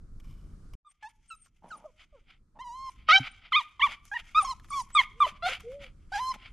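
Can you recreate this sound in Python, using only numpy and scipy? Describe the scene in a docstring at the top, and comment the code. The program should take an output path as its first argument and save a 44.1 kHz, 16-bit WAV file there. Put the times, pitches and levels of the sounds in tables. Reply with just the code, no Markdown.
"""In the wind outdoors a knife is laid on a cutting board: noise blows and a grainy slide ring its modes.
After a short silence, in a walled orchard, a small leashed dog whines, yips and pants: gliding partials
filtered by the mouth, sine whistles and hoots, grumbling pulses, a low decaying growl, and noise shaped
by throat and teeth. A dying noise response gives a faint echo; ticks are short noise decays; wind
rumbling on the microphone ports and the orchard's rustle are coloured noise."""
import sys
import numpy as np
from scipy import signal
from scipy.fft import rfft, irfft
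from scipy.io import wavfile
from scipy.ndimage import uniform_filter1d

SR = 44100
rng = np.random.default_rng(int(sys.argv[2]) if len(sys.argv) > 2 else 0)


def waveform_to_disk(signal):
    """Save audio, clipped to [-1, 1], as 16-bit WAV at the path in sys.argv[1]."""
    frames = np.transpose(np.atleast_2d(signal))
    scaled = np.clip(frames, -1, 1) * 32767
    samples = np.round(scaled).astype(np.int16)
    wavfile.write(sys.argv[1], SR, samples)


N = 287532

CUTOFF_HZ = 15600
# Wind strength, one track for the knife and one for the dog. Each row: time in seconds, level in dB.
WIND = [
    [(0, -51), (.3, -44.5), (.752, -47)],
    [(.83, -86.5), (1.1, -69), (1.7, -66.5), (2.5, -64), (3.1, -54.5), (3.3, -57.5), (3.7, -68),
     (3.85, -53.5), (4.1, -60.5), (4.7, -51), (5.1, -54.5), (5.5, -51), (6.52, -55)],
]


def amp(db):
    """Decibel law: the amplitude ratio of a level in dB."""
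    return 10 ** (np.asarray(db) / 20)


def rms_one(x):
    """Power normalisation: the whole array is scaled to a joint rms of 1."""
    return x / np.sqrt(np.mean(x ** 2) + 1e-20)


def in_time(rows):
    """Linear interpolation: each column after the time becomes one value per sample."""
    s, *columns = np.transpose(rows)
    return [np.interp(np.arange(N) / SR, s, c) for c in columns]


def at_hz(points, hz):
    """Spectral envelope: levels in dB interpolated along logarithmic frequency."""
    points = np.array(points)
    return np.interp(np.log(hz), np.log(points[:, 0]), points[:, 1])


def gate(start, stop, edge_s):
    """Time window: one between the two times, with linear ramps outside."""
    return np.interp(np.arange(N) / SR, [start - edge_s, start, stop, stop + edge_s], [0, 1, 1, 0])


def drift(rate, count=1):
    """Random modulation: noise through a double low-pass pole at the rate in Hz, scaled to a joint rms of 1."""
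    r = np.exp(-2 * np.pi * rate / SR)
    noise = rng.standard_normal((count, N + SR))
    return rms_one(signal.lfilter([1], [1, -2 * r, r * r], noise))[:, SR:]


def resonate(x, hz, width):
    """Damped resonance: a two-pole filter of about unit peak gain, its width in Hz."""
    r = np.exp(-np.pi * width / SR)
    poles = [1, -2 * r * np.cos(2 * np.pi * hz / SR), r * r]
    return signal.lfilter([(1 - r * r) / 2, 0, (r * r - 1) / 2], poles, x)


def coloured(spectrum, count):
    """Spectral shaping: white noise weighted by a spectrum, with a joint rms of 1."""
    hz = np.maximum(np.fft.rfftfreq(N, 1 / SR), 1)
    white = rfft(rng.standard_normal((count, N)))
    return rms_one(irfft(white * amp(at_hz(spectrum, hz)), N))


def spread(pair, side_db):
    """Mid-side stereo: the side signal enters left and right with opposite signs."""
    return pair[0] + amp(side_db) * pair[1] * [[1], [-1]]


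def bursts(events, length_s):
    """Impulsive excitation: each event starts noise that decays by 1/e in the given length."""
    out, t = np.zeros(N), np.arange(int(0.016 * SR)) / SR
    noise = rng.standard_normal((len(events), len(t)))
    for row, burst in zip(events, noise):
        at = int(row[0] * SR)
        out[at:at + len(t)] += amp(row[1]) * burst * np.exp(-t / length_s)
    return out


def glide(rows, waver, edge_s):
    """Frequency modulation: phase integrates a smoothed, wavering pitch; edges and other columns follow."""
    s, hz, *columns = np.transpose(rows)
    a, b = int((s[0] - edge_s) * SR), int((s[-1] + edge_s) * SR)
    t = np.arange(a, b) / SR
    pitch = uniform_filter1d(np.interp(t, s, hz), size=300) * (1 + waver[a:b])
    phase = 2 * np.pi * np.cumsum(pitch) / SR
    edge = np.interp(t, [t[0], s[0], s[-1], t[-1]], [0, 1, 1, 0]) ** 2
    return slice(a, b), pitch, phase, edge, [np.interp(t, s, c) for c in columns]


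def cries():
    """Source and filter: 16 harmonics take the colour of nose, mouth and tongue; also returns the level."""
    # Voice tracks. Each row: time in seconds, pitch in Hz, level in dB, mouth opening from 0 to 1.
    cry_tracks = [
        [(0.85, 1200, -65.5, 0.24), (0.871, 1223, -52.5, 0.24), (0.886, 1157, -59.5, 0.3),
         (0.896, 1130, -68, 0)],
        [(1.028, 865, -45.5, 0.51), (1.052, 848, -43, 0.31), (1.073, 900, -47, 0.51), (1.087, 974, -57.5, .1)],
        [(1.302, 1493, -54, 1), (1.31, 1340, -43.5, 0.72), (1.323, 1331, -43, 0.86), (1.344, 1273, -54, 0.8),
         (1.354, 1270, -56, 0)],
        [(1.706, 1610, -51.5, 0.4), (1.714, 1477, -40.5, 0.47), (1.729, 1274, -41.5, 0.6),
         (1.75, 1226, -45.5, 0), (1.761, 1090, -53, .1)],
        [(1.842, 584, -51.5, 0), (1.86, 639, -39.5, 0), (1.877, 536, -60, 0.12), (1.904, 485, -65, 0.15)],
        [(2.128, 619, -63, 0.04), (2.158, 536, -54, 0.05), (2.169, 470, -66, 0.25), (2.191, 423, -65, 0.06)],
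        [(2.592, 892, -48.5, 0.51), (2.615, 1030, -39, 0.54), (2.631, 1047, -48, 0.87),
         (2.653, 963, -43.5, 0.16), (2.676, 990, -41, 0.48), (2.695, 922, -41.5, 0.13),
         (2.77, 1047, -43.5, 0.5), (2.835, 1068, -40, 0.5), (2.884, 1050, -37.5, 0.54), (2.897, 1004, -39, 0.5)],
        [(3.089, 633, -16, 0.56), (3.11, 626, -15.5, 0.7), (3.129, 739, -16, 0.83), (3.149, 778, -16, 0.6),
         (3.165, 767.4, -13, 0.76), (3.177, 783, -22, 0.6), (3.191, 787, -30.5, 0.01)],
        [(3.523, 1326, -25.5, 0.52), (3.533, 1005, -25.5, 1), (3.55, 1038, -19, 1), (3.568, 1249, -19.5, 0.99),
         (3.592, 1175, -26.5, 0.9), (3.611, 940, -39, 0.5), (3.619, 960, -40.5, 0.75)],
        [(3.797, 1128, -34.5, 0.66), (3.812, 849, -33.5, 0.75), (3.819, 1002, -22.5, 1),
         (3.83, 1149, -19.5, 0.9), (3.843, 1183, -17.5, 0.75), (3.86, 1116, -25.5, 0.52),
         (3.876, 905, -35.5, 0.62)],
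        [(4.117, 809, -35.5, 0.44), (4.135, 815, -34.5, 0.37), (4.149, 991, -38.5, 0.54),
         (4.17, 925, -28.5, 0.85), (4.177, 947, -42.5, 0.24)],
        [(4.349, 1181, -29.5, 0.83), (4.357, 1208, -22, 0.64), (4.391, 1297, -16.5, 0.56),
         (4.399, 1225, -23.5, 0.52), (4.424, 1145, -32.5, 0.4)],
        [(4.427, 796, -40.5, .3), (4.445, 766, -41, 0.5)],
        [(4.449, 1076, -30.5, 0.47), (4.466, 1107, -37.5, 0.48), (4.481, 1008, -35.5, 0.45),
         (4.493, 1070, -32.5, 0.02), (4.512, 1048, -30.5, 0.44), (4.535, 923, -44, 0.13)],
        [(4.707, 1205, -38.5, 0.26), (4.725, 1086, -36.5, 0.5), (4.74, 1177, -32.5, 0.66),
         (4.756, 1116, -32.5, 0.41), (4.776, 1104, -30, 0.37), (4.809, 986, -33, 0.2), (4.821, 909, -41, 0)],
        [(4.952, 1212, -23, 0.4), (4.97, 1224, -17.5, 0.68), (4.982, 1115, -21, 0.88), (4.994, 1083, -15, 0.98),
         (5.009, 997, -25, 0.46), (5.017, 922, -30.5, 0.56)],
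        [(5.205, 1200, -19.5, .3), (5.229, 1169, -16, 0.46), (5.241, 1034, -24, 0.29),
         (5.255, 1006, -25.5, 0.51), (5.262, 970, -36, 0.1)],
        [(5.267, 650, -33.5, 0.13), (5.274, 607, -35.5, 0.36), (5.287, 537, -51, 0.3)],
        [(5.425, 661.5, -37.5, 0.54), (5.437, 698.5, -31.5, 0.33), (5.457, 708, -27, 0.46),
         (5.469, 736, -26.5, 0.27), (5.479, 783.5, -30, 0.21), (5.49, 666, -29, 0.62)],
        [(5.494, 508, -36, 0.13), (5.504, 528, -45.5, 0.13), (5.524, 525, -45.5, 0)],
        [(6.121, 796, -39, 0.07), (6.129, 740, -35, 0.43), (6.142, 840, -33, 0.34), (6.167, 793, -29, 0.21),
         (6.187, 881, -34, 0.33), (6.206, 1011, -31.5, 0.22), (6.311, 1053, -31, .1),
         (6.319, 1011, -32.5, 0.55), (6.329, 986, -46, 0.1)],
    ]
    # Colour of each cry. Each row: start of darkening in Hz, loss half an octave higher in dB (negative
    # brightens), tongue resonance at the start in Hz, at the end in Hz, its gain in dB.
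    cry_colours = [(3700, 15, 3600, 3500, 9.5), (2000, 7.5, 1330, 4000, 11), (5700, -15, 2300, 4900, 7.5),
                   (1800, 6.5, 3600, 4500, 9), (1150, 35, 1800, 1200, 18), (1370, 23, 1200, 1600, 2),
                   (1485, 8, 2100, 5600, 6), (5600, 16.5, 1100, 4030, 13), (3900, 11.5, 3080, 3200, 3.5),
                   (3240, 15.5, 3900, 1400, 5), (2900, 12.5, 1620, 1700, 16.5), (3800, 12.5, 3240, 1800, 3),
                   (1000, 23.5, 1900, 1600, 9), (1518, 0.5, 6400, 3300, 10.5), (1500, 1.5, 1720, 5900, 5),
                   (3700, 14, 3920, 1790, 8.5), (3630, 31, 3100, 2900, 6.5), (1317, 21, 1700, 1150, 5.5),
                   (4180, 23.5, 2220, 3400, -3), (1600, 23, 1550, 1590, 17), (4610, 11, 1295, 5800, 13.5)]
    # Gain through the nose alone. Each row: frequency in Hz, relative level in dB.
    shut_mouth = [(450, -1), (1250, 4), (2100, -17.5), (3100, -16), (4200, -8.5), (6000, 2.5), (8000, -6),
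                  (11000, -13.5), (15000, -37)]
    # Gain through the wide open mouth. Each row: frequency in Hz, relative level in dB.
    open_mouth = [(620, -28.5), (780, -15), (1250, 6), (1700, 6), (2300, 4.5), (3100, 3.5), (3900, -4.5),
                  (5000, -19.5), (8000, -34), (11000, -49.5), (15000, -56.5)]
    shut_overtones_db = -17.5  # with the mouth shut, overtones shift by this against the first partial
    tongue_octaves = 0.25
    out, level = np.zeros(N), np.zeros(N)
    waver = .0025 * drift(90)[0]
    shimmer_db = .9 * drift(90, count=16) + .6 * drift(15, count=16)
    k = np.arange(1, 17)[:, None]
    for rows, (dark_hz, dark_db, from_hz, to_hz, tongue_db) in zip(cry_tracks, cry_colours):
        span, pitch, phase, edge, (db, opening) = glide(rows, waver, edge_s=0.0035)
        opening = np.clip(opening, 0, 1)
        hz = k * pitch
        nose_db = at_hz(shut_mouth, hz) + shut_overtones_db * (k > 1)
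        colour_db = (1 - opening) * nose_db + opening * at_hz(open_mouth, hz)
        tongue_hz = np.geomspace(from_hz, to_hz, len(pitch))
        colour_db = colour_db + tongue_db * np.exp(-(np.log2(hz / tongue_hz) / tongue_octaves) ** 2)
        colour_db = colour_db - dark_db * np.clip(2 * np.log2(hz / dark_hz), 0, 1)
        share = amp(colour_db) * (hz < CUTOFF_HZ)
        share = share / np.sqrt(np.sum(share ** 2, axis=0))
        share = share * amp(np.sqrt(k) * shimmer_db[:, span])  # higher partials flicker more
        partials = share * np.sin(k * phase + .6 * k * k)  # spread phases: no sharp pulse
        out[span] += np.sqrt(2) * edge * amp(db) * np.sum(partials, axis=0)
        level[span] += edge * amp(db)
    return out, level


def panting(cry_level):
    """Turbulence noise: air flow drives throat and teeth resonances, the treble wider in stereo."""
    # Breaths. Each row: peak time in seconds, rise in seconds, fall in seconds, throat noise in dB,
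    # sibilance in dB above the throat noise.
    breaths = [(.955, 0.028, 0.069, -81.5, -8), (1.16, 0.051, 0.044, -83, 2), (1.57, 0.052, 0.037, -78, -7),
               (6.029, 0.11, .08, -77.5, -15), (6.26, 0.11, 0.11, -68.5, 13.5),
               (2.75, 0.1, .15, -81.5, 8.5), (.918, .05, 0.026, -72, -7), (1.032, 0.034, 0.035, -59, -24),
               (1.1, 0.03, .035, -65.5, -6.5), (1.25, .12, 0.36, -77, -4), (1.467, 0.11, .035, -75.5, -3),
               (1.716, 0.14, 0.39, -70, -5), (2.012, 0.048, .05, -52.5, -22),
               (2.185, 0.23, 0.11, -74.5, -20), (2.304, 0.055, 0.09, -57.5, -26),
               (2.906, 0.12, 0.11, -66, -3), (3.005, 0.08, 0.13, -64, -22.5),
               (3.096, 0.019, 0.034, -24, -41.5), (3.192, 0.038, 0.055, -48.5, -11),
               (3.266, 0.08, 0.039, -41, -28), (3.36, 0.27, 0.13, -59.5, -20),
               (3.455, 0.057, 0.064, -52, -37), (3.523, 0.015, 0.025, -53, -31),
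               (3.612, 0.11, 0.076, -49.5, -13.5), (3.7, 0.13, 0.24, -67, -14),
               (3.85, 0.025, 0.23, -53, -16), (3.928, .12, 0.042, -42.5, -21.5),
               (4.059, 0.035, 0.087, -66, 2.5), (4.196, 0.069, .035, -45.5, -16.5),
               (4.274, 0.088, 0.22, -61, -11), (4.426, 0.069, 0.18, -51.5, -3),
               (4.654, 0.033, 0.03, -66, -4), (4.787, 0.14, 0.081, -59.5, 8.5),
               (4.899, 0.19, 0.059, -70, -6), (5.017, 0.084, 0.058, -39, -14),
               (5.101, 0.032, 0.12, -68, -9.5), (5.287, 0.11, 0.046, -40, -14.5),
               (5.365, .06, 0.052, -58.5, -22), (5.47, 0.031, .1, -37.5, -15),
               (5.531, .1, 0.071, -35.5, -21.5), (5.605, 0.0091, 0.061, -55.5, -11.5),
               (5.735, 0.16, 0.062, -62, -12), (5.836, 0.05, 0.08, -46, -21),
               (6.168, 0.059, 0.063, -41, -13), (6.35, 0.067, 0.021, -50.5, -11),
               (6.46, 0.14, 0.07, -50, -28)]
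    # Throat resonances. Each row: frequency in Hz, width of the first of two passes in Hz, gain in dB.
    throat_modes = [(720, 300, -13), (1330, 260, -6), (2200, 450, 0), (3150, 600, -4), (4800, 800, -15)]
    # Teeth resonances. Each row: frequency in Hz, width of each of two passes in Hz, mean gain in dB.
    teeth_modes = [(5950, 3000, 5.5), (10780, 3200, -5.5)]
    drop_db, roundness = 30, 1.394  # loss over the rise or fall time; 1 = pointed, 2 = rounded
    t = np.arange(N) / SR
    # air that leaks with every cry, below its level
    in_throat, at_teeth = amp(-48.5) * cry_level, amp(-42.5) * cry_level
    for s, rise, fall, db, hiss_db in breaths:
        span = slice(max(int((s - 3 * rise) * SR), 0), int((s + 3 * fall) * SR))
        away = np.where(t[span] < s, (s - t[span]) / rise, (t[span] - s) / fall)
        flow = amp(db - drop_db * away ** roundness)
        in_throat[span] += flow
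        at_teeth[span] += amp(hiss_db) * flow
    flutter = amp(2.0 * drift(60)[0])
    white = rng.standard_normal((2, 2, N))
    throat, teeth = 0, 0
    for k, (hz, width, db) in enumerate(throat_modes):
        throat = throat + (-1) ** k * amp(db) * resonate(resonate(white[0], hz, width), hz, 2 * width)
    throat = signal.sosfilt(signal.butter(2, [450, 5000], "band", fs=SR, output="sos"), throat)
    for k, (hz, width, db) in enumerate(teeth_modes):
        gain = amp(db + 2.0 * drift(11)[0])
        teeth = teeth + (-1) ** k * gain * resonate(resonate(white[1], hz, width), hz, width)
    throat, teeth = spread(rms_one(throat), side_db=-18), spread(rms_one(teeth), side_db=-4)
    return flutter * (in_throat * throat + at_teeth * teeth * amp([[1.2], [-1.2]]))


def grumbles():
    """Pulse excitation: randomly timed throat pulses with some air ring the chest resonances."""
    # Grumble strength. 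Each row: time in seconds, level in dB.
    grumble_tracks = [
        [(1.63, -58), (1.645, -46.5), (1.69, -61.5), (1.79, -55.5), (1.86, -65)],
        [(2.555, -61), (2.59, -57)],
        [(3.885, -50.5), (3.95, -73)],
        [(6.338, -51.5), (6.36, -50.5)],
    ]
    # Chest resonances. Each row: frequency in Hz, width in Hz, relative gain in dB.
    chest = [(204, 76, 2), (580, 96, 1), (870, 91, 9)]
    pulses = (rng.random(N) < 260 / SR) * rng.standard_normal(N)  # on average 260 a second
    pulses = pulses + .05 * rng.standard_normal(N)
    pulses = signal.lfilter([1], [1, -.85], pulses)  # soft contact of the folds
    body = sum((-1) ** k * amp(db) * resonate(pulses, hz, w) for k, (hz, w, db) in enumerate(chest))
    level = sum(amp(in_time(rows)[0]) * gate(rows[0][0], rows[-1][0], .01) for rows in grumble_tracks)
    return rms_one(body) * level


def growls():
    """Damped oscillation: a low throat growl at about 130 Hz, decaying, with a second partial."""
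    # Each row: start in seconds, relative level in dB, first partial in Hz.
    growl_rows = [(3.199, -35, 128.6)]
    out, t = np.zeros(N), np.arange(int(.12 * SR)) / SR
    for s, db, hz in growl_rows:
        tone = np.sin(2 * np.pi * hz * t) + 0.49 * np.sin(2 * np.pi * 2.05 * hz * t)
        envelope = (t / 0.0047) * np.exp(1 - t / 0.0079)
        out[int(s * SR):int(s * SR) + len(t)] += amp(db) * tone * envelope
    return out


def pure(tracks, waver, shimmer_db, edge_s):
    """Pure tones: one sine follows each track of time in seconds, pitch in Hz and level in dB."""
    out, wobble, shimmer = np.zeros(N), waver * drift(99)[0], amp(shimmer_db * drift(48)[0])
    for rows in tracks:
        span, _, phase, edge, (db,) = glide(rows, wobble, edge_s)
        out[span] += np.sqrt(2) * edge * amp(db) * shimmer[span] * np.sin(phase)
    return out


def whistles():
    """Nasal whistle tones: each sine glides straight and swells to its middle before fading."""
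    # Each row: start in seconds, length in seconds, first pitch in Hz, last pitch in Hz, mid level in dB.
    whistle_rows = [(0.869, 0.058, 8060, 8840, -65), (1.084, .016, 8740, 8800, -61.5),
                    (1.279, 0.032, 8730, 8330, -51), (1.347, 0.05, 8950, 8500, -59),
                    (1.373, 0.097, 8940, 8430, -58), (1.683, 0.016, 9600, 9600, -63.5),
                    (1.741, 0.063, 9700, 9040, -64), (4.41, .04, 9330, 8850, -39.5),
                    (4.701, 0.01, 9150, 9250, -36), (4.819, 0.011, 9300, 9100, -51.5),
                    (4.928, 0.044, 7860, 8270, -40.5), (2.893, 0.027, 8900, 8600, -63),
                    (3.305, 0.027, 8840, 9000, -69), (5.194, .02, 8230, 8500, -54.5)]
    tracks = []
    for s, length, a, b, db in whistle_rows:
        middle = (s + length / 2, (a + b) / 2, db)
        tracks.append([(s, a, db - 21.5), middle, (s + length, b, db - 19.5)])
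    return pure(tracks, waver=0.0026, shimmer_db=4.5, edge_s=.0036)


def soft_hoots():
    """Pure tones without overtones: gentle low sines that glide and waver."""
    # Each row: time in seconds, pitch in Hz, level in dB.
    hoot_tracks = [
        [(5.111, 374, -69), (5.135, 402, -78), (5.168, 457, -64), (5.196, 487, -62), (5.284, 421, -56.5)],
        [(5.641, 443, -52), (5.672, 471, -40), (5.759, 576, -43.5), (5.831, 561, -53.5), (5.874, 503, -62)],
    ]
    return pure(hoot_tracks, waver=0.0052, shimmer_db=0.9, edge_s=.012)


def yard(x):
    """Diffuse reverberation: wall and tree scatter as convolution with dying, dulled noise."""
    t60_s, wall_cut_hz = 0.42, 3200
    t = np.arange(int(.6 * SR)) / SR
    response = rng.standard_normal((2, len(t))) * amp(-60 * t / t60_s) * (t > .012)
    response = signal.sosfilt(signal.butter(1, wall_cut_hz, fs=SR, output="sos"), response)
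    response = response / np.sqrt(np.sum(response[0] ** 2))
    return spread(signal.fftconvolve(x[None], response, axes=1)[:, :N], side_db=-12)


def knife():
    """Modal excitation: noise blows and a grainy slide ring the same board, some force heard direct."""
    # Blade blows. Each row: start in seconds, drive level in dB.
    blows = [(0.2, -50), (0.735, -47.5)]
    # Board modes. Each row: frequency in Hz, relative gain in dB, 60 dB decay time in seconds.
    board = [(1120, 0, .02), (2300, -4, .008), (2950, -3, .012), (5100, -12, .005)]
    # Blade sliding. Each row: time in seconds, drive level in dB.
    slide_track = [(.235, -66), (.3, -62), (.37, -70), (.44, -72), (0.749, -88)]
    grains = rms_one(rng.standard_normal(N) * amp(2.0 * drift(140)[0]))
    slide = amp(in_time(slide_track)[0]) * grains * gate(slide_track[0][0], slide_track[-1][0], 0.0033)
    force = bursts(blows, 0.0046) + slide
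    ringing = sum(amp(db) * resonate(force, hz, np.log(1000) / np.pi / t60) for hz, db, t60 in board)
    return amp(9) * ringing + amp(-12) * force


def ticks():
    """Hard contact: leash clip and twigs give a very short bright burst and a longer resonant body."""
    # Each row: start in seconds, bright drive level in dB, body drive in dB above it.
    contacts = [(1.459, -60, 13), (1.4698, -66, 13.5), (4.053, -44.5, 1), (4.2574, -60, 6),
                (4.3148, -60, 8), (4.598, -62.5, 22), (4.6445, -57.5, 19), (4.685, -59.5, 17),
                (4.89, -57.5, 6), (4.903, -63, 25), (5.598, -62, 23), (5.605, -43, 6), (5.718, -63, 19.5),
                (6.341, -47, 18)]
    body = bursts([(s, db + body_db) for s, db, body_db in contacts], 0.006)
    return resonate(bursts(contacts, 0.0012), 6000, 9000) + resonate(body, 1300, 600)


def wind():
    """Flow noise: lumpy low-frequency rumble on the microphone ports, a little of it their own."""
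    # Each row: frequency in Hz, relative level in dB per Hz.
    wind_colour = [(12, -21.5), (20, 3), (41, -4), (138, -17), (209, -20.5), (715, -48), (1500, -74.5)]
    level = sum(amp(in_time(rows)[0]) * gate(rows[0][0], rows[-1][0], 0.0012) for rows in WIND)
    lumps = amp(2.26 * drift(30)[0])
    return level * lumps * spread(coloured(wind_colour, count=2), side_db=-17.5)


def ambience():
    """Diffuse background field: wide coloured noise for the far rustle of the orchard."""
    # Each row: frequency in Hz, relative level in dB per Hz.
    rustle_colour = [(180, -8), (300, 1), (681, -21), (1280, -8.5), (1760, -19), (2940, -30.5),
                     (4400, -23.5), (9500, -26), (14000, -47.5)]
    # Each row: time in seconds, level in dB.
    rustle_track = [(0, -73.5), (.752, -68.5), (.76, -130), (.82, -130), (1.0, -94.5), (2.5, -82),
                    (4.0, -83.5), (6.52, -70.5)]
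    level = amp(in_time(rustle_track)[0] + 0.64 * drift(4)[0])
    return level * spread(coloured(rustle_colour, count=2), side_db=-3.0)


def scene():
    """Superposition: the dog and its echo, contacts, the knife on its board, wind and rustle add up."""
    cry, cry_level = cries()
    voice = cry + grumbles()
    hoots = soft_hoots()
    # a bounce off the near ground, from one side
    sideways = amp(-26.5) * np.roll(voice, int(.0015 * SR)) * [[1], [-1]]
    dog = voice * amp([[-.4], [.4]]) + sideways
    dog = dog + whistles() * amp([[1.1], [-1.1]]) + hoots + panting(cry_level)
    echo = amp(-29) * yard(voice + hoots)
    table = knife() * gate(0, WIND[0][-1][0], .004)  # ends with the first wind
    return dog + echo + growls() + ticks() + table + wind() + ambience()


def record(dry):
    """Band limitation: a steep low-pass is 70 dB down from the cutoff upward."""
    return signal.sosfilt(signal.cheby2(12, 70, CUTOFF_HZ, fs=SR, output="sos"), dry)


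dry = scene()
out = record(dry)
waveform_to_disk(out)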